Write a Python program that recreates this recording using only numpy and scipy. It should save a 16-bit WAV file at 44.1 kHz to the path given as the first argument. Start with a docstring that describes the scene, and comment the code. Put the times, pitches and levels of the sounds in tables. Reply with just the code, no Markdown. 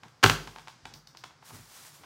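"""A small room, one microphone close to a plastic jar on a table.
A cardboard refill tube of instant coffee is pressed down onto the jar. Its seal gives way in a burst
of cracks that set the jar ringing, and the jar thumps the table. The tube creaks under the fingers and
the rim ticks; then the hand lets go and the granules run in, their tiny impacts making a soft hiss."""
import sys
import numpy as np
from scipy import signal
from scipy.fft import rfft, irfft
from scipy.io import wavfile
from scipy.ndimage import uniform_filter1d

SR = 44100
rng = np.random.default_rng(int(sys.argv[2]) if len(sys.argv) > 2 else 0)


def file_out(sig):
    """Save sig as 16-bit WAV at sys.argv[1]."""
    # one column per channel
    cols = np.atleast_2d(sig).T
    # limit, then scale
    lim = np.clip(cols, -1, 1)
    pcm = np.round(lim * 32767).astype(np.int16)
    wavfile.write(sys.argv[1], SR, pcm)


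N = 90404
T = np.arange(N) / SR

# Snaps. Each row: start in seconds, relative level in dB, t60 in seconds, treble tilt in dB per octave.
SEAL_CRACKS = [(0.2285, -11, 0.017, 1), (0.2319, -2, 0.034, -1), (0.2364, 0.5, 0.016, 2.5),
               (0.2396, 8.5, 0.017, -1), (0.2434, 2.5, 0.019, -5), (0.2524, -10, .008, -3.5),
               (0.2600, -12.5, 0.017, 3.5), (0.2617, -2, .016, 0.2), (0.2973, 0, 0.014, 0.7)]  # the seal breaks and the tube seats
WALL_CREAKS = [(0.0335, -31, 0.02, 0), (0.0820, -44, 0.019, 4), (0.1440, -52, .012, -12),
               (0.4730, -25.5, 0.03, 0.8), (0.5603, -27.5, 0.012, -2), (0.5805, -36.5, 0.03, -4.5),
               (0.5843, -31, 0.014, 1), (0.5945, -37, 0.01, 1.5), (0.6730, -30, 0.015, -0.5),
               (0.6812, -28, 0.019, 1.5), (0.8533, -25.5, 0.021, 0.5), (0.8560, -30, .012, 0),
               (1.1487, -36.5, 0.02, -2.5), (1.2380, -27.5, 0.021, 1.8), (1.2412, -29.5, .012, 0.4),
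               (1.3060, -40.5, 0.045, -1.5), (1.4250, -36.5, 0.053, -3.5), (1.5040, -33, .018, -4.5),
               (2.0350, -32, 0.13, -.5)]  # the cardboard buckles under the fingers
RIM_TICKS = [(0.9378, -34.5, 0.029, 1.7), (1.0718, -43, .012, 1), (1.0736, -41.5, 0.0067, 0),
             (1.1707, -36.5, 0.018, -0.5)]  # the plastic rim settles
# The jar knocks or presses on the table. Each row: start in seconds, level in dB, contact in seconds.
JAR_THUMPS = [(0.2333, -7, 0.0034), (0.2399, 0, .004), (0.2964, -9, 0.0031), (0.472, -31, 0.0017),
              (0.818, -23.5, 0.015), (0.938, -28.5, 0.016), (1.528, -31, .001), (1.589, -35, 0.0021)]
# The hand shifts on the tube. Each row: peak time in seconds, level in dB, rise and fall in seconds.
GRIP_SHIFTS = [(0.043, -51, 0.012, 0.039), (0.41, -52, 0.022, 0.036), (0.59, -61, 0.045, 0.037),
               (0.86, -56.5, 0.017, 0.081), (0.958, -56.5, 0.036, 0.04), (1.27, -60.5, 0.066, 0.042),
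               (1.561, -51.5, 0.052, 0.04), (1.8, -63.5, 0.032, 0.023), (2.0, -58.5, 0.014, 0.12)]

# Level curves. Each row: time in seconds, level in dB.
GRANULE_FLOW = [(0.2, -80), (0.4, -58), (0.62, -67.5), (0.8, -92.5), (1.40, -89.5), (1.44, -66.5),
                (1.455, -55), (1.495, -51), (1.52, -56), (1.55, -50), (1.60, -55.5), (1.67, -58),
                (1.71, -55), (1.76, -50), (1.82, -52.5), (1.87, -50), (1.915, -57), (1.955, -54),
                (2.0, -60), (2.05, -63.5)]
RUB_LEVEL = [(0.2, -69.5), (0.4, -58), (0.5, -63.5), (0.75, -64.5), (0.83, -65.5), (0.92, -62.5),
             (0.96, -74.5), (1.03, -73), (1.10, -72), (1.2, -65.5), (1.35, -71), (1.45, -66.5)]  # the tube rubbing in the rim

# Ringing modes. Each row: frequency in Hz, relative level in dB, t60 in seconds.
JAR_MODES = [(314.8, -53.5, .22), (382, -46.5, .22), (610, -46, .16), (623, -48, 0.12), (756, -44.5, .17),
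             (965, -48, 0.22), (1003, -45.5, .18), (1148, -44.5, 0.29), (1320, -46, 0.15), (1328, -43, .2),
             (1475, -46.5, .15), (1545, -41.5, 0.082), (1670, -43, .18), (2560, -42, .12), (2875, -44, .13),
             (3100, -48.5, .16), (3180, -41.5, .15)]  # jar and tube
TABLE_MODES = [(48, -31.5, 0.63), (100.7, -14.5, .2), (122, -14.5, 0.08), (146.4, -27, 0.37),
               (160.3, -29, 0.39), (211.5, -33, 0.47), (244.2, -21, 0.21), (348, -32.5, .25)]  # table and hollow tube
WALL_MODES = [(920, -43, 0.027), (963, -42.5, 0.042), (1654, -42.5, 0.039), (2940, -42.5, 0.017)]  # cardboard wall
RIM_MODES = [(3000, -40, 0.027), (4350, -40, .025), (5000, -45, 0.028), (5650, -48, .025)]  # plastic rim

# The colour of each sound at the microphone. Each row: frequency in Hz, relative level in dB.
CRACK_COLOUR = [(60, -21), (160, -9), (380, -4), (570, -4), (670, -7), (765, -2), (1000, 2), (1250, 2),
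                (1560, 3.5), (1800, -3), (2350, -3.5), (2850, -2.5), (3250, -4.5), (3550, -10.5),
                (4050, -7.5), (4800, -9), (5300, -15), (5900, -12), (7500, -19), (10000, -26.5),
                (13000, -29.5), (16000, -34.5)]
CREAK_COLOUR = [(80, -24), (300, -10), (600, -9), (900, 4.5), (1200, -2), (1550, -4), (2200, -4.5),
                (4500, -13), (7000, -20), (10000, -32), (16000, -43.5)]
TICK_COLOUR = [(200, -19), (900, -8), (2000, -7), (3500, -1.5), (4800, 3), (6000, -1.5), (7000, -11.5),
               (10000, -19), (12500, -20), (16000, -23)]
POUR_COLOUR = [(150, -20.5), (500, -3), (950, 3.5), (1600, 2), (2600, -1), (4000, 0.5), (6000, 1),
               (9000, -1), (11500, -4), (16000, -7)]
GRIP_COLOUR = [(25, -27), (48, -13), (70, -8.5), (105, 0), (145, 6.5), (180, -10.5), (240, -3), (330, -8.5),
               (600, -16), (1000, -11), (2000, -20), (6000, -55)]
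RUB_COLOUR = [(300, -15.5), (1000, -9), (2500, -6.5), (4000, -5), (5000, -0.5), (6300, -6), (8000, -14),
              (16000, -37.5)]
TAIL_COLOUR = [(100, 3), (400, -5), (1000, -5.5), (2500, -7), (6000, -2), (14000, 3.5)]
ROOM_TONE_COLOUR = [(25, -21.5), (60, -6), (100, -2), (145, 8), (190, -6.5), (300, -7.5), (600, -11),
                    (950, -7.5), (1500, -9.5), (3000, -23), (6000, -38.5), (10000, -43), (16000, -46)]

# The room's decay. Each row: band centre in Hz, t60 in seconds (below zero, the band has no tail).
TAIL_T60 = [(100, -0.04), (400, 0.53), (1000, 0.32), (2500, 0.3774), (6000, 0.3535), (10000, 0.28),
            (16000, 0.28)]


def seal():
    """The seal gives way in a quick run of cracks, the loudest thing at the microphone."""
    return snaps(SEAL_CRACKS, CRACK_COLOUR, gain_db=8)


def jar_ring(cracks):
    """The cracks set the jar and the tube ringing."""
    return from_db(-14) * through(cracks, ringing(JAR_MODES))


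def table_thumps():
    """Soft knocks of the jar ring the low modes of the table; a longer contact sounds duller."""
    force = np.zeros(N)
    for start, db, contact_s in JAR_THUMPS:
        push = np.sin(np.pi * np.minimum(T / contact_s, 1)) ** 2
        add(force, start, from_db(db) * push / push.sum())
    return through(force, ringing(TABLE_MODES))


def tube_creaks():
    """The cardboard wall buckles under the fingers and rings briefly."""
    creaks = snaps(WALL_CREAKS, CREAK_COLOUR, gain_db=10)
    return creaks + through(creaks, ringing(WALL_MODES))


def rim_ticks():
    """The plastic rim settles in bright ticks, each with a short ring."""
    ticks = snaps(RIM_TICKS, TICK_COLOUR, gain_db=13.5)
    return ticks + through(ticks, ringing(RIM_MODES))


def granules(grains_per_s=15000, spread_db=2.5):
    """Thousands of tiny impacts in the jar merge into a hiss, as loud as the flow is strong."""
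    sizes = from_db(spread_db * np.minimum(rng.exponential(1, N), 5))
    signs = rng.choice([-1, 1], N)
    landed = rng.random(N) < grains_per_s / SR
    impacts = unit(sizes * signs * landed) * np.sqrt(N)  # rms one
    return through(impacts * fader(GRANULE_FLOW), response(POUR_COLOUR))


def hand():
    """Dull swells as the grip shifts, and a faint rub of the tube in the rim."""
    grip = np.zeros(N)
    for peak, db, rise, fall in GRIP_SHIFTS:
        width = np.where(T < peak, rise, fall)
        grip += from_db(db) * np.exp(-((T - peak) / width) ** 2)
    return grip * noise(GRIP_COLOUR) + fader(RUB_LEVEL) * noise(RUB_COLOUR)


def room_response(onset_s=0.0073):
    """Early reflections off the table and a diffuse tail that dies band by band."""
    hz = np.arange(N // 2 + 1) * SR / N
    spectrum = rfft(rng.standard_normal(N)) * from_db(at_hz(TAIL_COLOUR, hz))
    tail = np.zeros(N)
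    for centre, t60 in TAIL_T60:
        band = at_hz([(f, float(f == centre)) for f, _ in TAIL_T60], hz)
        tail += irfft(spectrum * band, N) * unit(decay(t60))
    early = from_db(-15) * unit(rng.standard_normal(N) * decay(t60=0.075))
    onset = 1 - np.exp(-(T / onset_s) ** 2)
    return (tail + early) * onset


def room_tone():
    """The faint, low, steady background of the room."""
    return from_db(-63) * noise(ROOM_TONE_COLOUR)


def snaps(rows, colour, gain_db):
    """Each snap is a brief rattle in a thin wall, with its own brightness."""
    out = np.zeros(N)
    for start, db, t60, tilt_db in rows:
        snap = unit(through(rattle(t60), response(colour, tilt_db)))
        add(out, start, from_db(db + gain_db) * snap)
    return out


def rattle(t60, rise_s=0.00045, evenness=0.75, size=4096):
    """A burst of dense vibration that builds and dies, evened out so that it favours no pitch."""
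    attack = 1 - np.exp(-(T + 1 / SR) / rise_s)
    envelope = (attack * decay(t60))[:size]
    burst = rng.standard_normal(size) * envelope
    for _ in range(25):  # hold it to the envelope, then level its spectrum
        local_rms = np.sqrt(np.abs(uniform_filter1d(burst ** 2, size=32)) + 1e-14)
        spectrum = rfft(burst * envelope / local_rms)
        burst = irfft(spectrum / (np.abs(spectrum) + 1e-12) ** evenness)
    return unit(burst * (T[:size] < 2 * t60))


def ringing(modes):
    """Impulse response of a struck body: dying sines of alternating sign."""
    return sum((-1) ** k * from_db(db) * decay(t60) * np.sin(2 * np.pi * hz * T)
               for k, (hz, db, t60) in enumerate(modes))


def response(colour, tilt_db=0, size=8192):
    """Causal impulse response of energy one, with the given colour and tilt per octave."""
    hz = np.arange(size // 2 + 1) * SR / size
    octaves = np.log2(np.maximum(hz, 400) / 1500)
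    gain = from_db(at_hz(colour, hz) + tilt_db * octaves)
    cepstrum = irfft(np.log(gain))
    cepstrum[1:size // 2] *= 2  # fold onto positive time for minimum phase
    cepstrum[size // 2 + 1:] = 0
    return unit(irfft(np.exp(rfft(cepstrum))))


def noise(colour):
    """Coloured noise of rms one."""
    return through(rng.standard_normal(N), response(colour))


def decay(t60):
    """Exponential fall of 60 dB in t60 seconds."""
    return np.exp(-np.log(1000) * T / max(t60, 1e-4))


def fader(curve):
    """Gain at each sample along a level curve."""
    return from_db(np.interp(T, *np.transpose(curve)))


def at_hz(points, hz):
    """Read a table on a log-frequency axis."""
    freqs, values = np.transpose(points)
    return np.interp(np.log(np.maximum(hz, 1)), np.log(freqs), values)


def through(x, impulse_response):
    """Pass a sound through an impulse response."""
    return signal.fftconvolve(x, impulse_response)[:N]


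def add(out, start_s, x):
    """Mix a sound in at a time."""
    i = int(start_s * SR)
    out[i:i + len(x)] += x[:N - i]


def unit(x):
    """Scale to an energy of one."""
    return x / np.sqrt(np.sum(x ** 2) + 1e-20)


def from_db(db):
    """Decibels to gain."""
    return 10 ** (np.asarray(db) / 20)


def scene():
    """All that reaches the microphone, in mono; the cracks, creaks and ticks also echo in the room."""
    cracks = seal()
    creaks_and_ticks = tube_creaks() + rim_ticks()
    echo = through(from_db(-1) * cracks + from_db(2) * creaks_and_ticks, room_response())
    direct = cracks + jar_ring(cracks) + table_thumps() + creaks_and_ticks + granules() + hand()
    return (direct + echo + room_tone())[None]


def record(dry, low_cut_hz=46, ceiling=1.1, high_cut_hz=15800):
    """The microphone loses the deepest bass; the highest peaks are rounded and the top is cut."""
    low_cut = signal.butter(4, low_cut_hz, "high", fs=SR, output="sos")
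    high_cut = signal.ellip(12, 0.1, 85, high_cut_hz, fs=SR, output="sos")
    rounded = ceiling * np.tanh(signal.sosfilt(low_cut, dry) / ceiling)
    return signal.sosfilt(high_cut, rounded)


dry = scene()
out = record(dry)
file_out(out)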